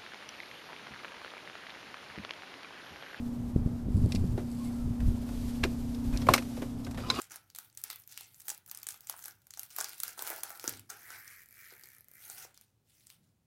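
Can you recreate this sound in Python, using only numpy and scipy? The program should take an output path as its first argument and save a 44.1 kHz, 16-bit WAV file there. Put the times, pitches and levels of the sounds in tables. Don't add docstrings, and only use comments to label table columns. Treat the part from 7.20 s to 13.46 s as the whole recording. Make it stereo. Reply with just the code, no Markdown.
import sys
import numpy as np
from scipy import signal
from scipy.fft import rfft, irfft, next_fast_len
from scipy.io import wavfile
from scipy.ndimage import uniform_filter1d

SR = 44100
rng = np.random.default_rng(int(sys.argv[2]) if len(sys.argv) > 2 else 0)


def wav_record(signal):
    frames = np.transpose(np.atleast_2d(signal))
    bounded = np.clip(frames, -1, 1)
    quanta = np.round(bounded * 32767).astype(np.int16)
    wavfile.write(sys.argv[1], SR, quanta)


N = 276047
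LEAD_IN_S = .003
WRAP_LOOSE_S = 3.72
STEADY_RIBS_PER_S = 100


def loud_snaps():
    # (time [s], level [dB], pitch [Hz], knock relative to the level [dB])
    pops = [(.0183, -35.5, 8520, -46), (.1089, -46, 7400, 1), (.1187, -43.5, 7300, -2),
            (.1592, -38.5, 10000, -1), (.3015, -50.5, 4700, -38), (.3498, -40.5, 3730, -11.5),
            (.3612, -38.5, 9400, -22), (.3871, -33.5, 11750, -16), (.4551, -62, 10200, -43),
            (.5745, -35, 8590, -37.5), (.639, -28.5, 13370, -42), (.7022, -32, 4220, -39),
            (.7107, -38.5, 13860, -10), (.7596, -42.5, 14500, -28), (.8762, -43.5, 14300, -13),
            (.9242, -44, 6000, -32), (.9761, -34.5, 2750, -39), (1.0096, -40.5, 12600, -9),
            (1.205, -45.5, 8320, -37.5), (1.2193, -49, 11690, -34), (1.2831, -29.5, 12700, -15),
            (1.2935, -32.5, 8500, -31), (1.3012, -30.5, 7600, -9), (1.3041, -33.5, 7070, -39),
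            (1.4628, -48, 14300, -31), (1.478, -50, 12630, -18), (1.514, -33, 14820, -18),
            (1.5485, -37.5, 8980, -24), (1.5742, -39, 10900, -23), (1.6318, -36.5, 14000, -28),
            (1.669, -31, 8700, -16), (1.6881, -29, 9200, -31.5), (1.7067, -39, 6980, -38),
            (1.743, -44, 3110, -5.5), (1.8075, -46, 14300, -18), (1.8716, -38.5, 7150, -19.5),
            (1.8976, -26.5, 11390, -11.5), (1.992, -45, 11960, -5.5), (2.041, -43, 9240, -15),
            (2.0575, -34.5, 10630, -26.5), (2.0823, -37, 11900, -3), (2.2692, -50, 11700, -10),
            (2.3071, -42, 6750, -30.5), (2.338, -40.5, 4175, -37), (2.3743, -42.5, 6370, 1),
            (2.3949, -31.5, 11700, -41), (2.433, -37.5, 12000, -42), (2.564, -32, 12260, -33),
            (2.586, -29.5, 13250, -8), (2.6046, -31.5, 6060, -33), (2.6109, -26.5, 8960, -14),
            (2.6444, -29, 5500, -13), (2.6933, -39, 12300, -40.5), (2.8023, -29.5, 9400, -35),
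            (2.8346, -22.5, 12520, -11), (2.8804, -33, 10980, -9.5), (2.9926, -34.5, 4760, -9),
            (3.0232, -30, 13800, -21), (3.0749, -31.5, 14100, -6.5), (3.1025, -31, 13200, -7),
            (3.1623, -37.5, 14300, -18), (3.2345, -26.5, 11300, -13), (3.3045, -40, 12250, 3),
            (3.3971, -38.5, 4750, -2), (3.4416, -37, 1720, 2), (3.478, -23.5, 6040, -9.5),
            (3.494, -29.5, 11300, -32.5), (3.5955, -44, 12300, -2.5), (3.7007, -37, 6400, -4),
            (3.704, -37.5, 6600, -3.5), (3.9043, -43, 6060, 3), (4.0786, -45, 5850, -17),
            (4.5061, -48, 5500, -9), (4.5246, -52, 11900, -3), (4.6366, -46, 4700, -1),
            (5.1, -38, 7740, -4), (5.25, -52, 5500, -6), (5.3445, -55, 6500, -14), (5.376, -50, 4560, -9),
            (5.4123, -50.5, 12100, -17), (5.8696, -48, 8600, -25), (5.902, -46.5, 3200, -33)]
    film, blows = np.zeros((3, N)), np.zeros(N)
    for s, db, pitch_hz, knock_db in pops:
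        add(film, s - LEAD_IN_S, amp(db + .5) * facet_snap(pitch_hz))
        add(blows, s, amp([db + knock_db]))
    rattle = stereo_noise(amp(-1) * fading(blows, life_s=.00099))
    return film, through_case(amp(8.5) * blows + rattle, modes_db=-6.5)


def small_snaps(crinkling, count):
    ordinary_grip_db, centre_hz = -57, 8500
    film = np.zeros((3, N))
    effort = crinkling[:int(WRAP_LOOSE_S * SR)] / amp(ordinary_grip_db)
    chance = np.cumsum(np.minimum(effort, 1))
    for when, loud, high in rng.random((count, 3)):
        at = np.searchsorted(chance, when * chance[-1])
        gain = effort[at] ** .37 * amp(-47 + 5.5 * (2 * loud - 1.5))
        pitch_hz = centre_hz * 2 ** (.9 * (2 * high - 1))
        add(film, at / SR - LEAD_IN_S, gain * facet_snap(pitch_hz))
    return film


def facet_snap(pitch_hz, size=512):
    rise_s, life_s = .0009, .0011
    lean_db = rng.normal(1, 1.1)
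    t = np.arange(size) / SR - LEAD_IN_S
    flutter = rng.standard_normal(size) + 2.3 * rng.standard_normal((2, size))
    flutter *= np.where(t < 0, .4 * np.exp(-np.abs(t) / rise_s), np.exp(-np.abs(t) / life_s))
    push = np.vstack([1.3 * flutter / np.linalg.norm(flutter[0]), np.zeros(size)])
    push[:, int(LEAD_IN_S * SR)] += rng.choice([-1, 1])
    push[:2, int((LEAD_IN_S + rng.uniform(.0005, .0014)) * SR)] += .3
    # (frequency [Hz], level [dB])
    snap_colour = [(400, -32), (1200, -4.5), (2800, -1.5), (4300, 1), (5700, 1), (8000, 3), (10000, 2.5),
                   (13000, 1), (16000, 0)]
    peak_db = lambda hz: 9 * np.exp(-.5 * (np.log2((hz + 1) / pitch_hz) / .3) ** 2)
    facet = ring(lambda hz: along(snap_colour, hz) + peak_db(hz), size=size)
    crack = signal.fftconvolve(push, facet[None], axes=1)
    crack *= np.sqrt(.003 * SR) / np.linalg.norm(crack, axis=1, keepdims=True)
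    return amp([[lean_db], [-lean_db], [0]]) * crack


def crinkle(case_gain, film_gain, fizz_gain):
    # (frequency [Hz], level [dB])
    film_colour = [(1200, -32.5), (2000, -6.5), (3000, -5.5), (4500, -5), (5700, -4.5), (8000, -8),
                   (10000, -5), (14000, -39)]
    # (frequency [Hz], level [dB])
    fizz_colour = [(5000, -30), (8000, -6), (10000, -2.5), (12500, -.5), (15500, -1.5), (17000, -6)]
    creases_per_s = 300
    largest = 3.3 - 1.2 * np.minimum(5 * sleeve_speed(), 1)
    onsets = rng.random(N) < creases_per_s / SR
    creases = onsets * amp(2.5 * np.minimum(rng.exponential(size=N), largest))
    grain = unit(np.hypot(fading(creases, life_s=.0005), .4))
    body = case_gain * unit(through_case(stereo_noise(np.sqrt(grain)), modes_db=-10.5))
    film = film_gain * unit(coloured(stereo_noise(grain), film_colour))
    fizz = fizz_gain * unit(coloured(stereo_noise(grain), fizz_colour))
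    return amp(-.5) * body + amp(-.41) * bending(film + fizz, depth_db=3)


def handling():
    # (case [dB], film [dB], fizz [dB])
    slide_db = [-83.5, -63, -58]
    # (case [dB], film [dB], fizz [dB])
    touch_db = [-88, -80, -76]
    # (time [s], hold [s], film level [dB], case re film [dB], fizz re film [dB])
    grips = [(0, 0.0083, -51, -5.5, 0), (0.103, 0.036, -53, -3, -2), (0.349, 0.097, -64.5, -8.5, 6),
             (.575, 0.022, -62, -8, 11), (0.641, 0.044, -54.5, -7, -5.5), (0.702, 0.028, -55, -14, 2),
             (0.781, 0.0313, -70.5, -24, 11.5), (0.888, 0.11, -56.5, -14.5, -2.5),
             (.975, 0.064, -55.5, -25, -6), (1.06, 0.25, -69.5, -11, 7), (1.244, 0.025, -63, -6, 7),
             (1.278, 0.011, -46, -8.5, 5.5), (1.47, .02, -69.5, 2, 12.5), (1.509, 0.12, -64.5, -2.5, -2.5),
             (1.685, 0.033, -54, -8.5, 3), (1.73, 0.015, -67.5, 2, 2), (1.81, .07, -67, -5, 3),
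             (1.888, .035, -55, -6, 0.5), (1.96, 0.12, -62.5, -5, 8.5), (2.048, 0.015, -59, 2, 6.5),
             (2.325, .05, -61.5, -18, -7), (2.375, .065, -62.5, -5.5, 7), (2.5, 0.078, -56.5, -11, -1.5),
             (2.563, 0.024, -56, -6, 3), (2.578, 0.022, -43.5, -4, 0), (2.641, 0.092, -53, -9, -1),
             (2.768, .06, -60, -15.5, 7), (2.83, 0.078, -51, -7, 1), (2.973, 0.11, -52, 0.5, 3.5),
             (3.059, 0.074, -48, 0.5, 4.5), (3.161, 0.021, -50, -1.5, 4), (3.232, 0.13, -56.5, 1, 3),
             (3.394, .04, -54, -6.5, -0.5), (3.442, 0.012, -48.5, 0, 3), (3.478, 0.068, -50.5, -8, -2.5),
             (3.69, 0.049, -54.5, 0.5, 0), (3.75, 0.079, -62.5, -2, -2), (4.505, 0.016, -62, 0.5, -5),
             (5.172, 0.063, -53, -6, -1), (5.34, 0.11, -70.5, -16, -4), (5.89, 0.052, -66, -12, 1)]
    # (time [s], length [s], film level [dB], case re film [dB], fizz re film [dB])
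    swishes = [(3.85, .17, -60.5, 3, -12), (4.98, 0.3, -57, -7, 6.5), (5.639, 0.32, -68, -19, -1),
               (5.98, .16, -78, -12.5, -3.5)]
    t = np.arange(N) / SR
    power = (amp(slide_db)[:, None] * sleeve_speed() ** 1.18) ** 2
    power += amp(touch_db)[:, None] ** 2 * (t < WRAP_LOOSE_S)
    for s, hold_s, db, case_db, fizz_db in grips:
        grip = stroke(0, attack_s=.006, hold_s=hold_s, release_db_per_s=269)[:SR]
        add(power, s, (amp([[db + case_db], [db], [db + fizz_db]]) * grip) ** 2)
    for s, length, db, case_db, fizz_db in swishes:
        swell = np.sin(np.pi * t[t < length] / length)
        add(power, s, (amp([[db + case_db], [db], [db + fizz_db]]) * swell) ** 2)
    return np.sqrt(power)


def bending(x, depth_db):
    spectra = signal.stft(x, nperseg=256)[2]
    patches = uniform_filter1d(rng.standard_normal(spectra.shape[1:]), size=9, axis=0)
    patches = uniform_filter1d(patches, size=12, axis=1)
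    return signal.istft(spectra * amp(depth_db * unit(patches)), nperseg=256)[1][:, :N]


def through_case(x, modes_db):
    # (frequency [Hz], level [dB])
    case_colour = [(150, -34.5), (240, -19.5), (330, -5.5), (560, -9), (850, 0), (1040, -6), (1450, 5.5),
                   (2100, -6.5), (3000, -14.5), (4200, -45)]
    # (frequency [Hz], width [Hz], relative level [dB])
    case_modes = [(432, 8.3, 11.5), (638, 13, -15.5), (725, 27, 8), (802, 16, 14), (910, 31, 3),
                  (1216, 36, -15), (1417, 420, -3), (1840, 30, -17.5)]
    modes = lambda hz: sum(amp(db) * 1j * hz * width / (centre ** 2 - hz ** 2 + 1j * hz * width)
                           for centre, width, db in case_modes)
    return filtered(coloured(x, case_colour), lambda hz: 1 + amp(modes_db) * modes(hz))


def case_bumps():
    # (time [s], relative level [dB], pitch [Hz])
    jolts = [(0.7018, -38, 1890), (0.728, -44, 1903), (1.3175, -52, 820), (1.8975, -45.5, 1050),
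             (1.9405, -47.5, 1050), (2.5859, -35.5, 920), (2.611, -41, 889), (2.644, -42.5, 830),
             (2.977, -46.5, 760), (2.993, -44, 810), (3.0227, -37.5, 695), (3.074, -44, 940),
             (3.105, -40, 650), (3.129, -41, 712), (3.187, -49, 640), (3.248, -46.5, 545),
             (3.306, -43.5, 727), (3.4415, -41.5, 430), (3.4768, -40, 308.6), (3.494, -48, 434),
             (4.523, -61, 390), (5.097, -58, 710), (5.25, -54, 600)]
    knocks = np.zeros(N)
    t = np.arange(SR // 8) / SR
    radiated_db = lambda hz: -10 * np.log10(1 + (255 / (hz + 20)) ** 12)
    for s, db, pitch_hz in jolts:
        peak_db = lambda hz: -12 * np.log2(1 + (np.log2((hz + 20) / pitch_hz) / 1.1) ** 2)
        panel = ring(lambda hz: radiated_db(hz) + peak_db(hz))
        rattle = .14 * rng.standard_normal(len(t)) * np.exp(-t / .0018)
        rattle[0] += 1
        add(knocks, s, amp(db + 19) * signal.fftconvolve(rattle, panel))
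    return np.array([knocks, knocks])


def sleeve():
    # (frequency [Hz], level [dB])
    tick_colour = [(500, -9), (1200, -17.5), (2000, -8), (3000, -16), (6000, -9), (10000, -1), (13000, 5),
                   (16000, -4)]
    # (frequency [Hz], level [dB])
    sleeve_colour = [(800, -39.5), (1100, -19), (1280, -9), (1750, -1.5), (2250, -1.5), (2550, -16),
                     (3500, -33.5)]
    pitch_ratios = [0.98, 1.042]
    rise_ribs, slack_s, slack_db_per_s = 70, 4.952, 99
    speed = sleeve_speed()
    ribs_passed = np.cumsum(speed) * STEADY_RIBS_PER_S / SR
    ribs = np.diff(np.floor(ribs_passed), prepend=0)
    ticks = ribs * amp(3.5 - 4.5 * speed + 1.3 * rng.standard_normal(N))
    scratch = stereo_noise(amp(-50.5) * fading(ticks, life_s=.0009))
    clicks = coloured(amp(-35) * ticks + scratch, tick_colour)
    rubbing = np.hypot(fading(ribs, life_s=.004), .25)
    rubbing /= np.sqrt(uniform_filter1d(rubbing ** 2, size=2205))
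    low, high = [coloured(stereo_noise(rubbing), np.array(sleeve_colour) * [ratio, 1])
                 for ratio in pitch_ratios]
    drawn = np.minimum(ribs_passed / rise_ribs, 1) ** 2
    rasp = np.sqrt(1 - drawn) * low + np.sqrt(drawn) * high
    taut = amp(-slack_db_per_s * np.maximum(np.arange(N) / SR - slack_s, 0))
    return clicks + amp(-57) * speed ** 1.8 * taut * rasp


def sleeve_speed(off_case_s=5.25):
    # (time [s], speed [ribs/s])
    pull = [(3.03, 2.5), (3.11, 209.5), (3.18, 1), (3.75, 0), (3.8, 69), (3.93, 150.5), (4.03, 102),
            (4.12, 120), (4.21, 80), (4.26, 28), (4.41, 102), (4.58, 65), (4.75, 65.5), (4.84, 20),
            (4.91, 34.5), (5.08, 149.5), (5.25, 140.5)]
    t = np.arange(N) / SR
    return np.interp(t, *np.transpose(pull)) / STEADY_RIBS_PER_S * (t < off_case_s)


def thuds():
    # (time [s], attack [s], level [dB], pitch [Hz])
    jolts = [(3.46, 0.036, -57.5, 102), (5.9, 0.12, -68.5, 153.4)]
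    db_per_octave = 20
    bass = np.zeros((2, N))
    for s, attack_s, db, pitch_hz in jolts:
        band = lambda hz: amp(-db_per_octave * np.abs(np.log2((hz + 1) / pitch_hz)))
        swell = stroke(s, attack_s, hold_s=attack_s, release_db_per_s=70)
        bass += amp(db) * swell * unit(filtered(stereo_noise(1), band))
    return bass


def room_echo(x):
    # (frequency [Hz], time to fall 60 dB [s])
    decay_times = [(100, 0.99), (400, 0.29), (2000, 0.31), (7000, 0.13), (15000, 0.096)]
    wet = np.zeros((2, N))
    block = SR // 4
    echoes = stereo_noise(1)
    for start in range(0, N, block):
        pattern = np.roll(echoes, -start, axis=1)[:, :SR // 2]
        hz, t, spectra = signal.stft(pattern, SR, nperseg=256)
        decay = amp(-60 * t / along(decay_times, hz)[:, None])
        tail = signal.istft(spectra * decay, SR, nperseg=256)[1]
        tail *= 1 - np.exp(-np.arange(tail.shape[1]) / SR / .00074)
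        tail /= np.linalg.norm(tail[0])
        add(wet, start / SR, signal.fftconvolve(x[:, start:start + block], tail, axes=1))
    return wet


def room_tone():
    # (frequency [Hz], level [dB])
    rumble_colour = [(35, -24.5), (60, -8.5), (85, -9), (110, 0), (150, -4.5), (200, -20.5), (500, -34)]
    # (frequency [Hz], level [dB])
    air_colour = [(25, -35), (42, -13.5), (60, -5.5), (80, -6.5), (103, 3.5), (140, -8.5), (200, -9),
                  (400, -17), (700, -21.5), (1500, -29), (5000, -30.5), (16000, -33.5)]
    rumble = amp(-79) * unit(coloured(stereo_noise(1), rumble_colour))
    air = amp(-75) * unit(coloured(stereo_noise(1), air_colour))
    return rumble + air


def stereo_noise(envelope):
    # (frequency [Hz], correlation [ratio])
    likeness = [(100, 0.68), (500, 0.76), (1000, 0.78), (4000, 0.17), (14000, 0.057)]
    turn = lambda hz: np.arccos(np.clip(along(likeness, hz), -1, 1)) / 2
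    shares = lambda hz: np.array([np.cos(turn(hz)), np.sin(turn(hz))])
    mid, side = filtered(rng.standard_normal((2, N)), shares)
    return envelope * np.array([mid + side, mid - side])


def stroke(s, attack_s, hold_s, release_db_per_s):
    t = np.arange(N) / SR - s
    return np.clip(t / attack_s, 0, 1) * amp(-release_db_per_s * np.maximum(t - hold_s, 0))


def fading(pulses, life_s):
    keep = np.exp(-2 / (life_s * SR))
    return np.sqrt(signal.lfilter([1], [1, -keep], pulses ** 2))


def coloured(x, colour):
    return signal.fftconvolve(x, ring(lambda hz: along(colour, hz))[None], axes=1)[:, :N]


def ring(gain_db, size=4096):
    cepstrum = irfft(np.log(amp(gain_db(np.fft.rfftfreq(size, 1 / SR))) + 1e-6))
    cepstrum[1:size // 2] *= 2
    cepstrum[size // 2 + 1:] = 0
    impulse = irfft(np.exp(rfft(cepstrum)))
    return impulse / np.linalg.norm(impulse)


def filtered(x, response):
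    size = next_fast_len(N + SR // 2)
    return irfft(rfft(x, size) * response(np.fft.rfftfreq(size, 1 / SR)), size)[..., :N]


def along(points, hz):
    frequencies, values = np.transpose(points)
    return np.interp(np.log(hz + 1), np.log(frequencies + 1), values)


def add(track, s, sound):
    span = track[..., max(round(s * SR), 0):][..., :sound.shape[-1]]
    span += sound[..., :span.shape[-1]]


def amp(db):
    return 10 ** (np.asarray(db) / 20)


def unit(x):
    return x / np.sqrt(np.mean(x ** 2) + 1e-20)


def scene():
    left_lead_s = 7 / SR
    case_gain, film_gain, fizz_gain = handling()
    cracks, knocks = loud_snaps()
    snaps = cracks + small_snaps(np.hypot(film_gain, fizz_gain), count=90)
    case_and_wrap = knocks + crinkle(case_gain, film_gain, fizz_gain) + sleeve() + case_bumps()
    case_and_wrap *= amp([[.9], [-.9]])
    arrival = lambda hz: np.exp(1j * np.pi * hz * left_lead_s * np.array([[1], [-1]]))
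    direct = filtered(snaps[:2] + case_and_wrap, arrival)
    echo = amp(-8.5) * room_echo(snaps[2] + case_and_wrap)
    background = amp([[2.5], [-2.5]]) * (room_tone() + thuds())
    return direct + echo + background


def record(dry):
    top_hz = 16200
    return filtered(dry, lambda hz: 1 / np.sqrt(1 + (hz / top_hz) ** 160))


dry = scene()
out = record(dry)
wav_record(out)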